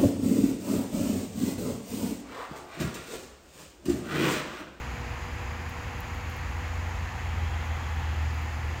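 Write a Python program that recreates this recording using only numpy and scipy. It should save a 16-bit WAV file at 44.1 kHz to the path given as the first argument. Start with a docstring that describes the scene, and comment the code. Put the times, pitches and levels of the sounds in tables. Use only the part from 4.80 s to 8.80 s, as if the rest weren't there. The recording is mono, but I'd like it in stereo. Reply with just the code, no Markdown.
"""A plastic greenhouse, where a pedestal fan is heard from a hand-held microphone turning slowly away.
Turbulent air rushes through the guard over a low rumble; its resonances come and go with the angle.
The periodic passage of the blades adds a throb, the motor a mains hum and a faint, slowly rising whine.
A deep drone swells and bends in pitch, and a few tiny ticks sound close by in a faint high rustle."""
import sys
import numpy as np
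from scipy import signal
from scipy.fft import rfft, irfft
from scipy.io import wavfile

SR = 44100
rng = np.random.default_rng(int(sys.argv[2]) if len(sys.argv) > 2 else 0)


def dump(signal):
    """Clip the signal to [-1, 1] and save it as 16-bit WAV at the path in sys.argv[1]."""
    limited = np.clip(np.atleast_2d(signal).T, -1, 1)
    pcm = np.round(limited * 32767).astype(np.int16)
    wavfile.write(sys.argv[1], SR, pcm)


N = 176400
TIME = np.arange(N) / SR
FREQS = np.maximum(np.arange(N // 2 + 1) * SR / N, 1)

# Spectrum of the low turbulence: frequency_hz, density_db
RUMBLE_SPECTRUM = [(15, -100), (25, -73), (36, -64.5), (48, -60), (68, -56), (90, -60), (125, -64.5),
                   (150, -68), (200, -86), (400, -120)]
# Envelope of the high rustle: time_s, relative_level_db
RUSTLE_ENVELOPE = [(0, -80), (.6, -78), (.7, -71), (1.1, -72), (1.3, -70), (1.55, -69), (1.75, -77),
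                   (2.05, -71), (2.4, -79), (2.9, -76), (3.1, -73), (3.4, -73), (4, -75)]
# Tiny ticks: peak_s, relative_level_db, left_minus_right_db
TICK_EVENTS = [(0.8939, -44, 10.0), (0.8984, -42, 4.5), (1.2056, -37, 11), (1.3466, -46, 0.0),
               (1.499, -42, -4.0), (1.5653, -44, -3.0), (3.1615, -50, -8.0), (3.6217, -48, -9.0)]
# Course of the deep drone: time_s, pitch_hz, level_db
DRONE_CURVE = [(0,80.4,-47),(.5,80,-42.5),(.9,80.1,-38.5),(1.1,80.1,-45.5),(1.35,81,-39.5),(1.52,82.6,-36.5),(1.7,84,-38.5),(2.05,84.95,-33),(2.38,84,-39.5),(2.47,83.1,-31.5),(2.8,80.8,-33),(3.04,79.3,-33),(3.35,77.95,-29),(3.6,78.15,-31.5),(3.9,78,-31.5),(4,78.1,-45)]
# Course of the motor's whine: time_s, pitch_hz, level_db
WHINE_CURVE = [(0, 482.2, -54), (1, 486.1, -53.5), (2, 493.6, -57), (2.6, 493, -58.5), (4, 497.5, -58)]
# Envelope of the motor's hum: time_s, level_db
HUM_ENVELOPE = [(0, -52.5), (1, -53), (2, -55.5), (4, -57.5)]
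# Blade-passing tone: time_s, pitch_hz, fundamental_db, octave_db
BLADE_CURVE = [(0, 62.3, -38, -44), (.5, 62, -41, -50.5), (1, 61.3, -51, -53), (1.6, 60.6, -39.5, -50.5),
               (2.1, 60.2, -38.5, -57), (2.7, 60, -38, -45.5), (3.3, 59.8, -54, -45), (4, 59.8, -50, -44)]
# Base spectrum of the air in the guard: frequency_hz, left_density_db, right_density_db
RUSH_SPECTRUM = [(157,-67.5,-69),(212,-73,-69),(300,-75.5,-71.5),(430,-76.5,-75.5),(595,-74.5,-74.5),(671,-71,-72.5),(756,-66,-67.5),(960,-68,-66),(1270,-68,-66.5),(1570,-72.5,-67),(1890,-76,-67.5),(2380,-79,-71.5),(2590,-78,-72),(2900,-82,-77),(3670,-87,-86),(4200,-88,-84.5),(4940,-88.5,-85),(5400,-89,-90),(6070,-90,-88),(6620,-89.5,-82),(7300,-90,-87),(8170,-100,-102),(9300,-101,-100),(10500,-105,-99),(12600,-104,-98),(15600,-105,-101)]
# Gain of the rush as the microphone turns: time_s, left_db, right_db
TURN_GAINS = [(0, -0.1, 0), (.8, -1, -.4), (2, -0.6, 0.23), (4, -0.1, 0.25)]
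# Resonances of the rush: centre_hz, half_width_hz, left_db, right_db, strongest_s, spread_s
RUSH_RESONANCES = [(356, 12, -61, -57.5, 0, 1.1), (348.8, 11, -59, -57, 3.9, 0.37),
                   (830.3, 67, -43, -47.5, 3, 0.7), (1180, 200, -53.5, -51, 3.5, .6),
                   (1800, 230, -56, -46, 3, 1.5), (2380, 120, -55, -52, 0.6, 0.31),
                   (3249, 240, -58.5, -52.5, 2.9, 0.42), (4900, 80, -59, -57.5, 0.5, 0.85),
                   (4900, 76, -60, -57, 4, 0.95)]
# Likeness of the rush at the two microphone ports: frequency_hz, coherence_ratio, left_lead_rad
PORT_COHERENCE = [(149, 0.87, 0.45), (290, 0.6, 0.37), (470, 0.5, 0.8), (720, 0.36, 2.5), (1000, 0.51, 2.5),
                  (1570, 0.76, 3), (2100, 0.26, 2.08), (2400, 0.2, 2.0), (2870, 0.15, 1.34),
                  (3500, 0.1, 0.55), (4160, 0.19, 0.7), (4850, 0.39, 3.5), (5560, 0.14, 4.5),
                  (7000, 0.05, 2.6)]

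BASS_LEAD_RAD = 0.41  # phase lead of the left port for the rumble and all tones


def from_db(db):
    """Amplitude grows tenfold for every 20 decibels."""
    return 10 ** (np.asarray(db) / 20)


def in_time(rows):
    """Linear interpolation gives each column of a curve at every sample."""
    times, *columns = np.transpose(rows)
    return np.array([np.interp(TIME, times, column) for column in columns])


def in_frequency(rows):
    """Interpolation in log frequency gives each column of a spectrum at every bin."""
    hz, *columns = np.transpose(rows)
    return np.array([np.interp(np.log(FREQS), np.log(hz), column) for column in columns])


def panned(pan_db):
    """A level difference, left minus right, is split evenly between two channel gains."""
    return from_db(np.array([[.5], [-.5]]) * pan_db)


def drift(corner_hz):
    """Low-pass filtering turns white noise into a slow fluctuation, scaled to unit variance."""
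    slow = irfft(rfft(rng.standard_normal(N)) / (1 + (FREQS / corner_hz) ** 2), N)
    return (slow - slow.mean()) / slow.std()


def port_noise(density, coherence, lead_rad):
    """Partial coherence: the left port mixes the right one's noise with its own and leads in phase."""
    shared, own = rfft(rng.standard_normal((2, N))) * np.sqrt(SR / 2)
    left = (coherence * shared + np.sqrt(1 - coherence ** 2) * own) * np.exp(1j * lead_rad)
    return irfft(density * np.array([left, shared]), N)


def tone(hz, level_db, pan_db, waver_db=1.0):
    """Phase is the integral of frequency; the sine wavers in level and leads at the left port."""
    phase = 2 * np.pi * (np.cumsum(hz * np.ones(N)) / SR + rng.random())
    amplitude = np.sqrt(2) * from_db(level_db + waver_db * drift(corner_hz=12.5))
    return amplitude * panned(pan_db) * np.sin([phase + BASS_LEAD_RAD, phase])


def rumble():
    """Low turbulence has long wavelengths, so it is nearly the same at both ports."""
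    density = from_db(in_frequency(RUMBLE_SPECTRUM)) * panned(pan_db=-2.1)
    return port_noise(density, coherence=0.95, lead_rad=BASS_LEAD_RAD)


def ticks():
    """An envelope shapes high noise into a flickering rustle and snaps that decay exponentially."""
    attack_s, decay_s, tail_s = .0004, .0009, .012
    flicker_db, tail_db, trim_db = 4, -24, -2.5
    band_hz = (11100, 17000)
    envelope = from_db(in_time(RUSTLE_ENVELOPE) + flicker_db * drift(corner_hz=16))
    for peak_s, level_db, pan_db in TICK_EVENTS:
        age = np.maximum(TIME - peak_s, 0)
        decay = np.exp(-age / decay_s) + from_db(tail_db) * np.exp(-age / tail_s)
        attack = np.exp(np.minimum(TIME - peak_s, 0) / attack_s)
        envelope = envelope + attack * decay * from_db(level_db + trim_db) * panned(pan_db)
    band = signal.butter(2, band_hz, "band", fs=SR, output="sos")
    return signal.sosfilt(band, envelope * rng.standard_normal((2, N)) * 2)


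def drone():
    """Slow modulation of amplitude and frequency makes one deep sine swell and bend."""
    return tone(*in_time(DRONE_CURVE), pan_db=-2.0, waver_db=1.6)


def motor():
    """The motor hums at the fourth mains harmonic and whines in two partials a major third apart."""
    hz, level_db = in_time(WHINE_CURVE)
    whine = tone(hz, level_db, pan_db=-4)
    upper_partial = tone(hz * 5 / 4, level_db - 11.5, pan_db=-4)
    hum = tone(hz=240, level_db=in_time(HUM_ENVELOPE)[0], pan_db=-3.5)
    return whine + upper_partial + hum


def blades(blade_hz, fundamental_db, octave_db):
    """Periodic pressure pulses sound at the blade-passing rate, its octave and one more shaft order."""
    orders = [(blade_hz, fundamental_db), (2 * blade_hz, octave_db), (5 / 3 * blade_hz, -51.5)]
    return sum(tone(hz, level_db, pan_db=-1.3) for hz, level_db in orders)


def flutter(air):
    """Unsteady flow modulates the level of each frequency band independently."""
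    edges_hz, depth_db = (600, 1100, 2200, 4500, 9000), 0.44
    spectrum = rfft(air)
    band_of_bin = np.searchsorted(edges_hz, FREQS)
    bands = [irfft(spectrum * (band_of_bin == k), N) for k in np.unique(band_of_bin)]
    return sum(band * from_db(depth_db * drift(corner_hz=6.1)) for band in bands)


def rush(blade_hz):
    """Turbulence at the guard radiates noise, chopped by the blades and coloured by the listening angle."""
    low_cut_hz, chop_depth = 149, 0.034
    coherence, lead_rad = in_frequency(PORT_COHERENCE)
    high_pass = 1 / np.sqrt(1 + (low_cut_hz / FREQS) ** 8)
    air = port_noise(from_db(in_frequency(RUSH_SPECTRUM)) * high_pass, coherence, lead_rad)
    air = air * from_db(in_time(TURN_GAINS))
    for centre_hz, half_width_hz, left_db, right_db, strongest_s, spread_s in RUSH_RESONANCES:
        detuning = (FREQS - centre_hz ** 2 / FREQS) / (2 * half_width_hz)
        peak = 1 / (1 + detuning ** 2)
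        peak = peak / np.sqrt(np.sum(peak ** 2) * SR / N)  # unit power
        density = peak * from_db([[left_db], [right_db]])
        # Each resonance is strongest at one moment of the turn.
        facing = 1 / np.sqrt(1 + ((TIME - strongest_s) / spread_s) ** 4)
        air = air + facing * port_noise(density, coherence=0.71, lead_rad=lead_rad)
    blade_phase = 2 * np.pi * np.cumsum(blade_hz) / SR
    return flutter(air) * (1 + chop_depth * np.sin(blade_phase))


def scene():
    """By superposition, the pressures of the drone, the fan and the ticks add."""
    blade_hz, fundamental_db, octave_db = in_time(BLADE_CURVE)
    deep_drone = drone()
    fan = rush(blade_hz) + rumble() + blades(blade_hz, fundamental_db, octave_db) + motor()
    return deep_drone + fan + ticks()


def record(dry):
    """A steep low-pass filter limits the bandwidth, removing the highest treble."""
    cutoff_hz = 15850
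    return irfft(rfft(dry) / np.sqrt(1 + (FREQS / cutoff_hz) ** 240), N)


dry = scene()
out = record(dry)
dump(out)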